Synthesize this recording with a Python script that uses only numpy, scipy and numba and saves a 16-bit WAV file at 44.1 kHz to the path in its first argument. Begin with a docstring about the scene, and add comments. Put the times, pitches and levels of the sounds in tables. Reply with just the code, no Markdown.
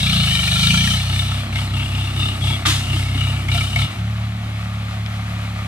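"""A small diesel tractor works under orchard trees some way off, heard through a phone's two microphone ports.
It opens in a hard pull: the exhaust throbs in clean orders of a sagging firing rate, hard knocks ring the block,
and the engine clatters brightly. It turns side-on, the governor hunts, and discs turn the earth with thumps,
buzzing panels and one wide crunch. Then the load drops: the knock fades out, the throb weakens, running gear rustles
on, and a twig ticks. Orders are swept sines; the rest is noise, impulses through resonances, and short decaying sines."""
import sys
import numpy as np
from scipy import signal
from scipy.fft import rfft, irfft
from scipy.io import wavfile
from scipy.ndimage import uniform_filter1d
from numba import njit

SR = 44100
rng = np.random.default_rng(int(sys.argv[2]) if len(sys.argv) > 2 else 0)


def generate_wav(signal):
    """Clip the signal to [-1, 1] and save it as 16-bit WAV at the path in sys.argv[1]."""
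    frames = np.transpose(np.atleast_2d(signal))
    scaled = np.clip(frames, -1, 1) * 32767
    pcm = np.round(scaled).astype(np.int16)
    wavfile.write(sys.argv[1], SR, pcm)


N = 250047


def undb(db):
    """Decibels to an amplitude factor."""
    return 10 ** (np.asarray(db) / 20)


def seconds():
    """The time of every sample."""
    return np.arange(N) / SR


def curve(table):
    """Columns of a (seconds, value, ..) table, drawn as straight lines with one value a sample."""
    s, *columns = np.transpose(table)
    return [np.interp(seconds(), s, column) for column in columns]


def ramp(span):
    """0 before the span, 1 after it."""
    return np.interp(seconds(), span, (0, 1))


def on_bins(table, column=1):
    """One column of a (Hz, ..) table on the transform bins, along log frequency."""
    rows = np.array(table, float)
    bins_hz = np.fft.rfftfreq(N, 1 / SR)
    return np.interp(np.log(bins_hz + 1), np.log(rows[:, 0]), rows[:, column])


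def unit(x):
    """Scale to rms 1."""
    return x / np.sqrt(np.mean(x ** 2))


def colour(x, table):
    """Filter with a (Hz, dB) outline; rms 1."""
    return unit(irfft(rfft(x) * undb(on_bins(table)), N))


def ring(x, hz, width_hz):
    """One fixed resonance, gain 1 at its centre."""
    return signal.lfilter(*signal.iirpeak(hz, hz / width_hz, SR), x)


def steep_ring(x, hz, width_hz):
    """The same resonance twice over, for steeper skirts."""
    return ring(ring(x, hz, width_hz), hz, width_hz)


@njit
def glide(x, hz, width_hz):
    """State-variable band-pass whose centre moves every sample."""
    y, b, l = np.empty(len(x)), 0., 0.
    for i in range(len(x)):
        g, k = np.tan(np.pi * hz[i] / SR), width_hz / hz[i]
        v = (b + g * (x[i] - l)) / (1 + g * (g + k))
        b, l, y[i] = 2 * v - b, l + 2 * g * v, k * v
    return y


def part(x, hz, width_hz):
    """A steep moving resonance on each path; rms 1."""
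    width_hz = float(width_hz)
    return unit(np.array([glide(glide(path, hz, width_hz), hz, width_hz) for path in np.atleast_2d(x)]))


def walk(rate):
    """Random levels held 1 / rate s and slewed twice; spread near 1."""
    k = int(SR / rate)
    steps = np.repeat(rng.standard_normal(N // k + 1), k)
    return 1.3 * uniform_filter1d(uniform_filter1d(steps, k), k)[:N]


def noise():
    """Two unrelated noises: the path straight ahead and the scatter off trunks and ground."""
    return rng.standard_normal((2, N))


def grains(spread_db):
    """Noise broken into 1.2 ms grains of unequal size."""
    k = int(.0012 * SR)
    size = np.repeat(rng.exponential(size=N // k + 1), k)[:N]
    return noise() * undb(spread_db * size)


# The governor cuts fuel, then lets it surge. Each row: cut in seconds, exhaust cut in dB, exhaust surge in dB,
# knock cut in dB, knock surge in dB; the exhaust figures are swings that each order takes a share of.
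FUEL_HUNT = [(-.2, -11, 2, -24, -28.5), (1.057, -5, 2, -28, -27), (1.27, -1.5, -0.5, -28.5, -29.5),
             (1.492, -10, -1, -48, -25.5), (1.686, -5.5, 0, -45, -28.5), (1.9, -5.5, -0.5, -36, -28.5),
             (2.138, -5, 0.5, -35, -25), (2.385, -9.5, 2.5, -39, -24), (2.625, -12, 1, -40, -32),
             (2.86, -7.5, 0.5, -35, -26), (3.124, -0.5, 1, -33, -27), (3.452, -4.5, 2, -41, -22),
             (3.716, -4, 2.5, -34.5, -23.5), (3.87, 7, -7, -35.5, -37), (3.95, 2, 4.5, -46, -25),
             (4.39, -1.5, 1, -39, -38), (5.8, -8, 0, -44, -44)]
RISE_S, LONGEST_FALL_S = 0.069, 0.21


def governor(cut, surge, lag_s, longest_fall_s):
    """Level between one pair of columns (sharp cuts, round surges), and the level of the running surge."""
    cut_s, cut_db, surge_db = np.transpose(FUEL_HUNT)[[0, cut, surge]]
    t = seconds() - lag_s
    k = np.clip(np.searchsorted(cut_s, t) - 1, 0, len(cut_s) - 2)
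    fall_s = np.clip(np.diff(cut_s)[k] - RISE_S, RISE_S, longest_fall_s)
    rise, fall = (t - cut_s[k]) / RISE_S, (cut_s[k + 1] - t) / fall_s
    opening = np.sin(np.pi / 2 * np.clip(np.minimum(rise, fall), 0, 1))
    low_db = np.where(rise < fall, cut_db[k], cut_db[k + 1])
    return low_db + opening * (surge_db[k] - low_db), surge_db[k]


# Exhaust once the hard pull is over. Each row: order, hunting level in dB, unloaded level in dB,
# share of the fuel swing (0 or more).
EASED_ORDERS = [(2, -27.4, -34, 1.0), (3, -21.2, -25.4, .72), (4, -25.8, -45, 1.3), (5, -37.5, -36, .8),
                (6, -44, -40.5, 0), (7, -39.5, -51, .2)]
# Weak orders that shadow another. Each row: order, the order it follows, level against it in dB.
WEAK_ORDERS = [(8, 7, -8)]
# Silencer in the hard pull. Each row: frequency in Hz, level in dB, lag in turns.
SILENCER = [(45, -31.5, 0), (65, -26.5, 0), (100, -23.5, 0), (125, -24, .16), (150, -24.5, .58),
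            (175, -26.5, 1.15), (200, -30, 1.85), (225, -39, 2.4), (260, -48, 3.1)]
# How the upper orders swell and fade in the hard pull. Each row: time in seconds, gain of the fifth,
# sixth and seventh order in dB.
UPPER_ORDERS = [(0, -3, 1, 0), (.2, 1, 3, 1), (.3, 2, -1, -4), (.42, -6, -5, -1), (.54, -2, -6, -3),
                (.7, -1, 2.5, 2), (.94, -5, 5, 2), (1, -3, -1, -12)]
# How far the fourth order runs ahead of the lower ones, higher orders by more. Each row: time in seconds, turns.
ORDER_SWEEP = [(1.25, -.22), (1.55, -.37), (1.8, -.37), (2.2, -.22), (3.7, -.22), (3.84, -.42), (3.97, .27)]
# Each entry: order, turns it trails once unloaded.
IDLE_LAG = {5: .2, 6: .1}
PULL_ENDS_S, UNLOADS_S = (.85, 1.3), (3.85, 3.95)
THROB_TURN, PIPE_LAG_TURNS = .64, .42
LUG_HZ, LUG_DB_PER_HZ = 27, 2.8  # even orders thin out as the firing rate sags below this
PUSH_DB_PER_HZ_S = .05  # each step above the third order gains this while the engine picks up speed
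LEAD_TURNS_PER_DB, LEAD_S = .022, .02  # the throb runs ahead as the fuel is cut
# as the load drops the throb passes through two nulls, inverted between them
FLIP_S, FLIP_EDGE_S = (3.875, 3.955), .03


def exhaust(turns, hz):
    """Clean orders of the firing rate; the silencer smears them over the cycle, differently with load."""
    fuel_db, _ = governor(1, 2, 0, LONGEST_FALL_S)
    push = uniform_filter1d(np.maximum(np.gradient(hz) * SR, 0), size=SR // 8)
    eased, unloaded = ramp(PULL_ENDS_S), ramp(UNLOADS_S)
    pipe_hz, pipe_db, pipe_lag = np.transpose(SILENCER)
    upper = dict(zip((5, 6, 7), curve(UPPER_ORDERS)))
    db = {}
    for k, hunting_db, unloaded_db, share in EASED_ORDERS:
        pull_db = np.interp(k * hz, pipe_hz, pipe_db) + upper.get(k, 0)
        pull_db = pull_db - (1 - k % 2) * LUG_DB_PER_HZ * np.maximum(LUG_HZ - hz, 0)
        pull_db = pull_db + PUSH_DB_PER_HZ_S * max(k - 3, 0) * push
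        eased_db = hunting_db + unloaded * (unloaded_db - hunting_db) + share * fuel_db
        db[k] = pull_db + eased * (eased_db - pull_db)
    db.update({k: db[like] + against_db for k, like, against_db in WEAK_ORDERS})

    sweep, = curve(ORDER_SWEEP)
    lead = -LEAD_TURNS_PER_DB * eased * (1 - unloaded) * np.roll(fuel_db, -int(LEAD_S * SR))
    throb = 0
    for k in db:
        turn = k * (turns - PIPE_LAG_TURNS) + THROB_TURN + lead
        turn = turn + eased * sweep * (k - 2) * (k - 3) / 2
        turn = turn - unloaded * IDLE_LAG.get(k, 0)
        turn = turn - (1 - eased) * np.interp(k * hz, pipe_hz, pipe_lag)
        flutter_db = (.6 if k < 4 else 1.6) * walk(25.3)
        throb = throb + np.sqrt(2) * undb(db[k] + flutter_db) * np.sin(2 * np.pi * turn)
    t = seconds()
    flip = np.tanh((t - FLIP_S[0]) / FLIP_EDGE_S) * np.tanh((t - FLIP_S[1]) / FLIP_EDGE_S)
    return flip * np.minimum(t / 0.016, 1) * throb


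# Block and panels. Each row: pitch in Hz, nominal width in Hz, blow in relative dB, rattle in relative dB,
# gain in dB while the tractor faces the phone.
BLOCK_PARTS = [(670, 130, -16, -14, 1.5), (877, 55, -8.5, -14, -4), (1374, 61, -5, -7.5, 1),
               (1810, 106, -14, -10, 6), (2389, 137, -10.5, 0.5, 3.5), (3055, 277, -24, 4, 6),
               (3424, 210, -34, -2.5, 5), (3800, 390, -34, 1.5, 5.5), (4095, 410, -44, -14, -3),
               (4840, 120, -35, -22, 1), (5540, 550, -36, -13.5, 11), (6100, 230, -45, -17.5, 14.5)]
# Pitch of the block above 1 kHz. Each row: time in seconds, factor.
RING_PITCH = [(0, 0.93), (.5, 1), (.9, 0.98), (1.3, 0.941), (3.1, 0.94), (3.6, 0.97)]
# How far the tractor faces the phone before it turns side-on. Each row: time in seconds, share 0-1.
FACING = [(.95, 1), (1.3, 0.3), (1.6, 0.08)]
# The clatter thickens as the engine recovers speed. Each row: time in seconds, gain in dB.
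PULL_SWELL = [(0, 1.5), (.45, 3), (.65, 5.5), (.9, 3.5), (1.05, -4), (1.15, -1)]
# Colour of escaping gas. Each row: frequency in Hz, relative level in dB per Hz.
GAS_COLOUR = [(3000, -12.5), (4500, 3.5), (6800, -6.5), (7800, 1), (10300, -3), (12500, -11),
              (15500, -15.5)]
KNOCK_LAG_S, KNOCK_FALL_S, KNOCK_ENDS_S = 0.00095, 0.34, 4.02
SCATTER_LAG_S, BLOW_SPREAD_S = .0012, .003
# each part's pitch drifts, and each firing finds a neighbouring mode (shares of its pitch)
WANDER, JUMP = .012, .02
GAS_DB, GAS_SWING, GAS_FACING_DB = -13, 0.37, 6.5  # hiss against the knock; it follows the cuts only in part


def knock(turns):
    """Each firing strikes the block once, loose panels rattle after it, and escaping gas hisses and spits."""
    charge_db, surge_db = governor(3, 4, KNOCK_LAG_S, KNOCK_FALL_S)
    swell_db, = curve(PULL_SWELL)
    charge_db, surge_db = charge_db + swell_db, surge_db + swell_db
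    drop_db = uniform_filter1d(charge_db - surge_db, size=SR // 30)
    facing = np.clip(curve(FACING)[0], 0, 1)
    cycle, phase = np.divmod(turns, 1)
    at = np.flatnonzero(np.diff(cycle))
    which = (cycle - cycle[0]).astype(int)
    # a firing's charge sets the level until the next one
    last = np.r_[0, at][which]
    level_db = uniform_filter1d(charge_db[last], size=SR // 500)

    rattle = noise()
    kick = np.exp(-phase / .3) * (1 - np.exp(-phase / .04))
    pitch_now, = curve(RING_PITCH)
    block = 0
    for hz, width_hz, blow_db, rattle_db, facing_db in BLOCK_PARTS:
        size, late = rng.standard_normal(len(at)), rng.random(len(at))
        jump = rng.standard_normal(len(at) + 1)
        # the blow reaches each part up to 3 ms late, never quite alike
        struck = np.minimum(at + (BLOW_SPREAD_S * SR * late).astype(int), N - 1)
        firing = np.zeros(N)
        firing[struck] = undb(charge_db[at] + 3.2 * size)
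        pitch = hz * (pitch_now if hz > 1000 else 1) * (1 + WANDER * walk(6) + JUMP * jump[which])
        blow = part(firing, pitch, width_hz)[0]
        blow = np.array([blow, np.roll(blow, int(SCATTER_LAG_S * SR))])
        # low parts rattle in puffs; high ones run on between firings, most of all in the hard pull
        depth = 3.2 if hz < 2600 else 2.0 - 1.1 * facing
        shake = part(rattle * (1 + depth * kick), pitch, 1.16 * width_hz) * unit(undb(level_db))
        gain = undb(facing * facing_db + 2.15 * walk(7.12))
        block = block + gain * (undb(blow_db) * blow + undb(rattle_db) * shake)

    hiss = colour(grains(0.62) * (3 + np.exp(-phase / 0.091)), GAS_COLOUR)
    hiss_db = GAS_DB + GAS_FACING_DB * facing - GAS_SWING * drop_db
    hiss_db = hiss_db + uniform_filter1d(level_db, size=SR // 30) + walk(30.3)
    fade = np.clip((KNOCK_ENDS_S - seconds()) / 0.076, 0, 1)  # no load, no knock
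    loud = np.sqrt(np.mean(undb(level_db) ** 2))
    return fade * (loud * unit(block) + undb(hiss_db) * hiss)


# The bright 3.4-4 kHz part of the engine clatter, strongest in the hard pull. Each row: time in seconds, level in dB.
BRIGHT_CLATTER_LEVEL = [(0, -32.5), (.15, -25.5), (.35, -33), (.65, -27.5), (1.03, -35), (1.2, -37.5),
                        (1.5, -46), (1.7, -43.5), (2, -52)]
# Its resonances. Each row: centre in Hz, nominal width in Hz.
BRIGHT_CLATTER_BANDS = [(3420, 470), (4050, 440)]


def bright_clatter(turns):
    """Coarse grains in two wide drifting resonances, pushed a little by each firing."""
    push = 1 + 0.27 * np.exp(-(turns % 1) / 0.26)
    bands = 0
    for hz, width_hz in BRIGHT_CLATTER_BANDS:
        bands = bands + part(grains(1.5) * push, hz * (1 + .03 * walk(12)), width_hz)
    return undb(curve(BRIGHT_CLATTER_LEVEL)[0]) * unit(bands)


# Colour of fan, gears and valves. 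Each row: frequency in Hz, relative level in dB per Hz.
GEAR_COLOUR = [(200, -44), (460, -17), (590, -8), (694, -3), (1000, -11.5), (1200, -2), (1580, -9),
               (2200, -3), (3400, -6.5), (5600, -17), (9350, -21.5), (12300, -25), (15300, -35)]
# Their level. Each row: time in seconds, level in dB.
GEAR_LEVEL = [(0, -36.5), (2.5, -36), (3.9, -35.5), (4.3, -37.5), (5.67, -35.5)]


def running_gear(turns):
    """Fan and gears rustle steadily; valves tap three times a firing cycle, the first tap the loudest."""
    taps = .8 * np.exp(-(3 * turns % 1) / .5) + .7 * np.exp(-(turns % 1) / .4)
    steady = noise()
    tapped = signal.sosfilt(signal.butter(2, 2000, fs=SR, output="sos"), taps * steady)
    gear = colour((0.6 * steady + tapped) * undb(.8 * walk(18)), GEAR_COLOUR)
    return undb(curve(GEAR_LEVEL)[0]) * gear


# Colour of the chassis rumble. Each row: frequency in Hz, relative level in dB per Hz.
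RUMBLE_COLOUR = [(20, -38), (45, -9), (170, -2.5), (260, -4.5), (400, -73)]
RUMBLE_DB = -42


def chassis():
    """A steady low rumble of shaped noise."""
    return undb(RUMBLE_DB) * colour(noise(), RUMBLE_COLOUR)


# Colour of discs turning earth. Each row: frequency in Hz, relative level in dB per Hz.
SOIL_COLOUR = [(120, -1.5), (220, -2), (330, -4), (450, -17), (700, -57)]
# Its level. Each row: time in seconds, level in dB.
SOIL_LEVEL = [(0, -45.5), (1, -43.5), (1.9, -36), (2.5, -33), (3.6, -37), (4.4, -47), (5.67, -44)]


def soil():
    """Discs turning earth: low noise of uneven strength."""
    return undb(curve(SOIL_LEVEL)[0]) * colour(noise() * undb(2.5 * walk(9)), SOIL_COLOUR)


# Firings that stand out. Each row: start in seconds, nominal peak in dB, ringing pitch in Hz.
HARD_KNOCKS = [(.030, -18, 3790), (0.066, -14, 2380), (0.097, -15, 2350), (0.129, -15, 3030),
               (.354, -16.5, 3864), (.479, -16.5, 2420), (.670, -17, 3780), (0.744, -20, 1370),
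               (0.873, -20, 1860), (1.098, -25, 2970), (1.161, -25.5, 2290), (1.193, -18.5, 3590),
               (1.316, -23, 1293), (1.528, -27, 2200), (1.558, -20.5, 2150), (1.736, -33, 1274),
               (1.768, -23.5, 2720), (1.952, -29, 2450), (2.410, -34, 3340), (3.209, -20.5, 2900),
               (3.486, -21.5, 2180), (3.514, -31, 3060), (3.549, -18, 2310), (3.577, -17, 3110),
               (3.609, -18.5, 2320), (3.731, -22, 2863), (3.760, -15.5, 2190), (3.817, -20, 2200)]
HARD_KNOCK_T60_S = 0.063
CRACK_DB, CRACK_T60_S = -7, 0.017  # the wide edge against the ring; its decay adds to the knock's own


def hard_knocks():
    """A hard firing rings one mode of the block, part pure and part rough, over a short wide crack."""
    out = np.zeros((2, N))
    age = np.arange(SR // 8) / SR
    rough = rng.standard_normal((len(HARD_KNOCKS), 2, len(age)))
    for (s, db, hz), crack in zip(HARD_KNOCKS, rough):
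        pure = np.sin(2 * np.pi * (hz * age + crack[:, :1]))  # random phase on each path
        mode = pure + .45 * unit(steep_ring(crack, hz, 400.))
        mode = mode * (1 - np.exp(-(age / .001) ** 2))
        edge = undb(CRACK_DB - 60 * age / CRACK_T60_S) * unit(ring(crack, 2640.0, 2500.))
        out[:, int(s * SR):][:, :len(age)] += undb(db - 60 * age / HARD_KNOCK_T60_S) * (mode + edge)
    return out


# Dull thumps from the implement, and two low engine knocks near 700 Hz. Each row: start in seconds,
# nominal peak in dB, pitch in Hz.
THUMPS_AND_LOW_KNOCKS = [(1.106, -31.5, 326), (2.669, -20.5, 306.5), (2.93, -21.5, 309), (3.149, -22, 267),
                         (3.543, -24.5, 700), (3.757, -27.5, 692)]


def thumps_and_low_knocks():
    """Each blow rings briefly: a decaying sine with a narrow band of noise on its pitch."""
    out, dull = 0, noise()
    for s, db, hz in THUMPS_AND_LOW_KNOCKS:
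        age = np.maximum(seconds() - s, 0)
        envelope = undb(db - 60 * age / 0.16) * (1 - np.exp(-age / 0.0055))
        out = out + envelope * (np.sin(2 * np.pi * hz * age) + .5 * unit(steep_ring(dull, hz, 71.0)))
    return out


# A loose panel buzzes through one surge. Each row: start in seconds, length in seconds up to its fade,
# level in dB, pitch in Hz.
BUZZES = [(1.78, 0.046, -31, 2720), (2.163, 0.1, -34, 3635), (2.411, 0.14, -32.5, 3340)]
BUZZ_WIDTH_HZ, BUZZ_EDGE_S = 150, 0.028  # it swells in half the edge and fades in the whole


def buzzes():
    """Narrow rattles that swell and fade."""
    t, out, shake = seconds(), 0, noise()
    for s, length, db, hz in BUZZES:
        swell = np.minimum(2 * (t - s), s + length + BUZZ_EDGE_S - t) / BUZZ_EDGE_S
        out = out + undb(db) * np.clip(swell, 0, 1) * unit(steep_ring(shake, hz, BUZZ_WIDTH_HZ))
    return out


# A wide burst under the discs. 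Each row: start in seconds, nominal peak in dB, 60 dB decay in seconds
# of the dull part, of the bright part.
CRUNCHES = [(2.65, -17.5, 0.39, 0.54)]
# Its colour. Each row: frequency in Hz, relative level in dB per Hz.
CRUNCH_COLOUR = [(290, -48.5), (500, -20), (874, -7.5), (1180, -5), (2900, -2.5), (3660, 0), (4500, -7.5),
                 (9280, -13), (15300, -30.5)]
# rise and hold are given below and above the split
CRUNCH_RISE_S, CRUNCH_HOLD_S, CRUNCH_SPLIT_HZ = (0.0045, 0.012), (0.034, .04), 3000
CLANK_HZ, CLANK_DB, CLANK_T60_S = 1220, -16.5, 0.09


def crunches():
    """Grit rises, holds and fades, the bright part later and longer; a disc rings as it begins."""
    out = 0
    grit = colour(grains(.9) * undb(walk(60)), CRUNCH_COLOUR)
    low = signal.sosfiltfilt(signal.butter(2, CRUNCH_SPLIT_HZ, fs=SR, output="sos"), grit)
    clank = unit(ring(noise(), CLANK_HZ, 140.0))
    for s, db, *t60s in CRUNCHES:
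        age = np.maximum(seconds() - s, 0)
        for band, rise_s, hold_s, t60 in zip((low, grit - low), CRUNCH_RISE_S, CRUNCH_HOLD_S, t60s):
            rise = 1 - np.exp(-(age / rise_s) ** 2)
            out = out + rise * undb(db - 60 * np.maximum(age - hold_s, 0) / t60) * band
        rise = 1 - np.exp(-(age / CRUNCH_RISE_S[0]) ** 2)
        out = out + rise * undb(CLANK_DB - 60 * age / CLANK_T60_S) * clank
    return out


TWIG_S, TWIG_DB, TWIG_HZ = 5.062, -21, (2400, 3250, 5000)


def twig():
    """One dry tick: a single impulse through three wide resonances, the higher ones weaker."""
    snap = np.zeros((2, N))
    snap[:, int(TWIG_S * SR)] = 1
    tick = sum(2400 / hz * steep_ring(snap, hz, 600.) for hz in TWIG_HZ)
    return undb(TWIG_DB) * tick / tick.max()


# Between the two ports. Each row: frequency in Hz, side against mid in dB, share of side in step with mid,
# share a quarter turn ahead; both shares are held within .7 either way.
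PORT_SPREAD = [(121, -80, 0, -.5), (298, -5, -0.17, -.75), (1100, -3.5, -0.23, -1.4),
               (3260, 2, 0.74, -0.53), (4770, 0, -0.21, -0.85), (8300, 0, -0.1, 0.027)]


def ports(ahead, scatter):
    """Left and right agree in the bass and part ways in the treble, by level, by lag and by chance."""
    alike, lag = (np.clip(on_bins(PORT_SPREAD, column=c), -.7, .7) for c in (2, 3))
    by_chance = np.sqrt(1 - alike ** 2 - lag ** 2)
    share = (alike + 1j * lag) * rfft(ahead) + by_chance * rfft(scatter)
    side = irfft(undb(on_bins(PORT_SPREAD)) * share, N)
    return np.array([ahead + side, ahead - side])


# Engine speed. Each row: time in seconds, firings a second.
FIRING_RATE = [(0.0, 31.2), (.1, 30.3), (0.35, 24.5), (0.49, 24.21), (0.8, 30.11), (0.95, 31.37),
               (1.08, 31.54), (1.43, 33.19), (2.39, 32.52), (2.69, 32.81), (2.86, 32.22), (3.32, 32.83),
               (3.5, 32.02), (3.69, 32.82), (3.8, 35.37), (3.95, 34.81), (4.05, 35.93), (4.4, 36.0),
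               (4.6, 35.34), (5.4, 35.43), (5.67, 34.8)]
START_TURN, LEFT_LAG_S = .11, .0001


def scene():
    """One running firing phase drives throb, knock, bright clatter and valves; the rest keep their own times."""
    hz, = curve(FIRING_RATE)
    turns = START_TURN + np.cumsum(hz) / SR
    # the throb reaches the right port first
    port_lag_s = np.array([[.5], [-.5]]) * LEFT_LAG_S
    throb = exhaust(turns - port_lag_s * hz, hz)
    tractor = knock(turns) + bright_clatter(turns) + running_gear(turns) + chassis()
    events = hard_knocks() + thumps_and_low_knocks() + buzzes() + crunches() + twig()
    return throb + ports(*(tractor + soil() + events))


def record(dry):
    """The phone cuts the top with a steep elliptic low-pass at 15.4 kHz."""
    return signal.sosfilt(signal.ellip(14, .3, 70, 15400, fs=SR, output="sos"), dry)


dry = scene()
out = record(dry)
generate_wav(out)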